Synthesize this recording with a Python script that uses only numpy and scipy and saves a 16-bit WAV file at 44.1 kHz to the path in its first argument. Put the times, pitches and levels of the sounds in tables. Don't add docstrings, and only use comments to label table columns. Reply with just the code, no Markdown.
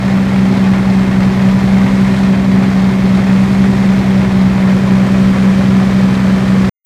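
import sys
import numpy as np
from scipy import signal
from scipy.fft import rfft, irfft, next_fast_len
from scipy.io import wavfile
from scipy.ndimage import uniform_filter1d, minimum_filter1d, map_coordinates

SR = 44100
rng = np.random.default_rng(int(sys.argv[2]) if len(sys.argv) > 2 else 0)


def materialize(psi):
    bounded = np.clip(np.atleast_2d(psi).T, -1, 1)
    quanta = np.round(bounded * 32767).astype(np.int16)
    wavfile.write(sys.argv[1], SR, quanta)


N = 302085

# time in seconds, speed in rpm.
CRANK_RPM = [(0.0, 1290), (0.35, 1283), (1.2, 1272), (2.1, 1293), (2.7, 1276), (3.1, 1272), (3.7, 1293),
             (4.5, 1269), (5.2, 1281), (6.7, 1274)]
# relative exhaust puff in dB, relative knock in dB.
CYLINDERS = [(2, 3), (-3.5, 1), (3, 1.5), (3, 1.5), (-8, -5.5), (-1, 7)]
# time in seconds, rms level in dB.
BOOM_LEVEL_DB = [(0, -11.5), (1.4, -10), (4.9, -10), (6.7, -10.5)]
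# multiple of the firing rate, rms level in dB.
FIRING_TONES = [(1, -34.5), (2, -22), (4, -27), (6, -37.5)]
# multiple of the fan's speed, rms level in dB.
FAN_TONES = [(3, -36), (5, -30), (6, -27.5), (8, -24), (9, -33), (11, -48), (12, -46.5), (13, -49.5),
             (16, -35), (17, -47), (18, -39.5), (20, -50)]
# time in seconds, level in dB.
HISS_LEVEL_DB = [(0, -41.5), (1, -42.5), (2.15, -39), (2.4, -42.5), (3.7, -39.5), (4.5, -42), (5.2, -39.5),
                 (6.6, -39.5)]
# time in seconds, rms level in dB.
DEEP_LEVEL_DB = [(0, -38.5), (.7, -37.5), (1.35, -33), (2.2, -33), (2.7, -37), (3.3, -34), (4.5, -35),
                 (6.0, -36.5), (6.7, -39)]
# frequency in Hz, relative density in dB per Hz.
PIPE_SHAPE = [(20, -23), (60, -11.5), (105, 4), (150, -3.5), (200, 1), (250, -5.5), (320, -10.5),
              (500, -19.5), (1000, -57)]
EXHAUST_RUMBLE_SHAPE = [(10, -28.5), (30, -14.5), (55, -4.5), (95, -2), (140, -6.5), (162, 4), (190, -1.5),
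                        (220, 2.5), (255, -7), (300, -7), (450, -16.5), (1200, -50.5)]
BLOCK_SHAPE = [(150, -31), (400, 3), (570, 4.5), (800, 1.5), (1100, 0.5), (1500, -2.5), (1850, 0.5),
               (2250, -3.5), (2850, -9.5), (4000, -16), (7000, -28), (15000, -44.5)]
VALVE_SHAPE = [(800, -37), (2200, 2), (2800, 1), (3200, 4.5), (4200, 4), (6500, -9), (10000, -18),
               (15000, -27)]
FAN_RUSH_SHAPE = [(100, -18), (300, -2), (380, 3), (440, -6), (560, 1), (900, -4.5), (1500, -8),
                  (2100, -9.5), (2900, -20), (5000, -28), (15000, -52)]
HISS_SHAPE = [(1000, -5), (3200, 1), (5000, -1), (8000, -6.5), (10000, -13), (15000, -22)]
DEEP_SHAPE = [(10, -18), (25, -11.5), (45, 1.5), (65, -0.5), (110, -11), (300, -52)]
# centre in Hz, width in Hz, gain close up in dB, gain a step back in dB.
FRAME_MODES = [(520, 60, -1, 3), (707, 70, -1.5, -2.5), (790, 71, 2, -.5), (940, 60, -1.5, -4.5),
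               (980, 40, 2.5, 4), (1100, 60, 0.5, 0.5), (1290, 150, -1, 1.5), (1550, 100, -1.5, -0.5),
               (1700, 60, -1, 1.5), (1796, 73, 1, 3), (1804, 57, -0.5, -1.5), (2150, 60, 4, -1.5),
               (2320, 60, 0, 3.5), (2490, 59, 3, 4), (2965, 99, -5, -2.5), (3080, 130, 2.5, 4.5),
               (4750, 300, -1, 0)]
# time in seconds, share of the way from close up to a step back (0-1).
STEP_BACK = [(4.5, 0.055), (5.2, 0.99), (6.1, 0.84), (6.7, 0.79)]

THROB_DB, THROB_AT_CYCLE = 1.0, 0.63
BOOM_WAVER_DB = 0.5
FAN_TURNS_PER_CRANK_TURN, FAN_START_TURNS = 1.10306, 0.057
GUSTS_PER_FAN_TURN = 5
DEEP_SURGE_DB, DEEP_SURGE_KNOTS_PER_S = 3, 9
STOP_S, TOP_HZ = 6.696, 15400


def amp(db):
    return 10 ** (np.asarray(db) / 20)


def unit(x):
    return x / np.sqrt(np.mean(x ** 2) + 1e-20)


def curve(rows):
    return np.interp(np.arange(N) / SR, *np.transpose(rows))


def wobble(knots_per_s):
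    knots = rng.standard_normal(int(N * knots_per_s / SR) + 4)
    return map_coordinates(knots, [np.arange(N) * knots_per_s / SR])


def coloured(x, shape):
    m = 2 * next_fast_len(N // 2 + 8192)
    hz, db = np.transpose(shape)
    gain = amp(np.interp(np.log(np.fft.rfftfreq(m, 1 / SR) + 1), np.log(hz), db))
    cepstrum = irfft(np.log(gain))
    cepstrum[1:m // 2] *= 2
    cepstrum[m // 2 + 1:] = 0
    response = np.exp(rfft(cepstrum))
    return unit(irfft(rfft(x, m) * response)[:N])


def strokes(turns, sizes_db, scatter_db):
    at = np.flatnonzero(np.diff(np.floor(turns)) > 0)
    out = np.zeros(N)
    out[at] = amp(np.resize(sizes_db, len(at)) + scatter_db * rng.standard_normal(len(at)))
    return out


def bursts(blows, t60_s):
    t = np.arange(SR // 8) / SR
    envelope = signal.fftconvolve(blows, amp(-60 * t / t60_s))[:N]
    return envelope * rng.standard_normal(N)


def tones(turns, rows, waver_db):
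    total = np.zeros(N)
    for multiple, db in rows:
        level = amp(db + waver_db * wobble(9))
        total += level * np.sin(2 * np.pi * round(multiple) * turns)
    return np.sqrt(2) * total


def exhaust(firings):
    lag_rad = np.pi / 4
    cycles = firings / len(CYLINDERS)
    throb_db = THROB_DB * np.cos(2 * np.pi * (cycles - THROB_AT_CYCLE))
    boom_level = amp(curve(BOOM_LEVEL_DB) + throb_db + BOOM_WAVER_DB * wobble(2.8))
    boom = boom_level * np.sqrt(2) * np.sin(2 * np.pi * 3 * firings - lag_rad)
    puffs = strokes(firings, np.transpose(CYLINDERS)[0], scatter_db=2.0)
    even = strokes(firings, [0], scatter_db=0)
    lope = coloured(puffs - even * puffs.sum() / even.sum(), PIPE_SHAPE)
    rumble = coloured(rng.standard_normal(N), EXHAUST_RUMBLE_SHAPE)
    return boom + tones(firings, FIRING_TONES, waver_db=1.6) + amp(-24.0) * lope + amp(-23.5) * rumble


def knock(firings):
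    blows = strokes(firings - 0.15, np.transpose(CYLINDERS)[1], scatter_db=2.2)
    rattle = amp(1.5 * wobble(500))
    return amp(-27.5) * coloured(bursts(blows, t60_s=0.13) * rattle, BLOCK_SHAPE)


def valve_gear(firings):
    seats = strokes(2 * firings + 0.1 * wobble(60), [0], scatter_db=1.0)
    return amp(-41.5) * coloured(bursts(seats, t60_s=0.06), VALVE_SHAPE)


def tapping(crank):
    taps = strokes(2 * crank - 0.45, [1.5, -1.5], scatter_db=3.5)
    return amp(-43) * coloured(bursts(taps, t60_s=0.085), VALVE_SHAPE)


def fan(turns):
    chop = 1 + 0.12 * np.sin(2 * np.pi * GUSTS_PER_FAN_TURN * turns)
    flutter = amp(0.94 * wobble(350) + 0.29 * wobble(12))
    rush = coloured(rng.standard_normal(N) * chop * flutter, FAN_RUSH_SHAPE)
    hiss = coloured(rng.standard_normal(N) * amp(1.2 * wobble(400)), HISS_SHAPE)
    hiss_level = amp(curve(HISS_LEVEL_DB) + 2)
    return tones(turns, FAN_TONES, waver_db=1) + amp(-24.5) * rush + hiss_level * hiss


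def frame(x):
    hz = np.fft.rfftfreq(N, 1 / SR)
    db = np.zeros((2, len(hz)))
    for centre_hz, width_hz, close_db, back_db in FRAME_MODES:
        bell = 1 / (1 + (2 * (hz - centre_hz) / width_hz) ** 2)
        db += np.outer([close_db, back_db], bell)
    close, back = irfft(rfft(x) * amp(db), N)
    return close + np.clip(curve(STEP_BACK), 0, 1) * (back - close)


def deep_rumble():
    surge = amp(DEEP_SURGE_DB * wobble(DEEP_SURGE_KNOTS_PER_S))
    return amp(curve(DEEP_LEVEL_DB)) * unit(surge * coloured(rng.standard_normal(N), DEEP_SHAPE))


def scene():
    crank = np.cumsum(curve(CRANK_RPM)) / 60 / SR
    firings = 3 * crank
    fan_turns = FAN_TURNS_PER_CRANK_TURN * crank + FAN_START_TURNS
    machinery = knock(firings) + valve_gear(firings) + tapping(crank) + fan(fan_turns)
    return (exhaust(firings) + frame(machinery) + deep_rumble())[None]


def record(dry):
    needed = np.minimum(1, 0.97 / (np.abs(dry) + 1e-9))
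    gain = uniform_filter1d(minimum_filter1d(needed, size=600), size=600)
    gate = np.clip((STOP_S - np.arange(N) / SR) / 0.001, 0, 1)
    in_band = np.fft.rfftfreq(N, 1 / SR) < TOP_HZ
    return irfft(rfft(dry * gain * gate) * in_band, N)


dry = scene()
out = record(dry)
materialize(out)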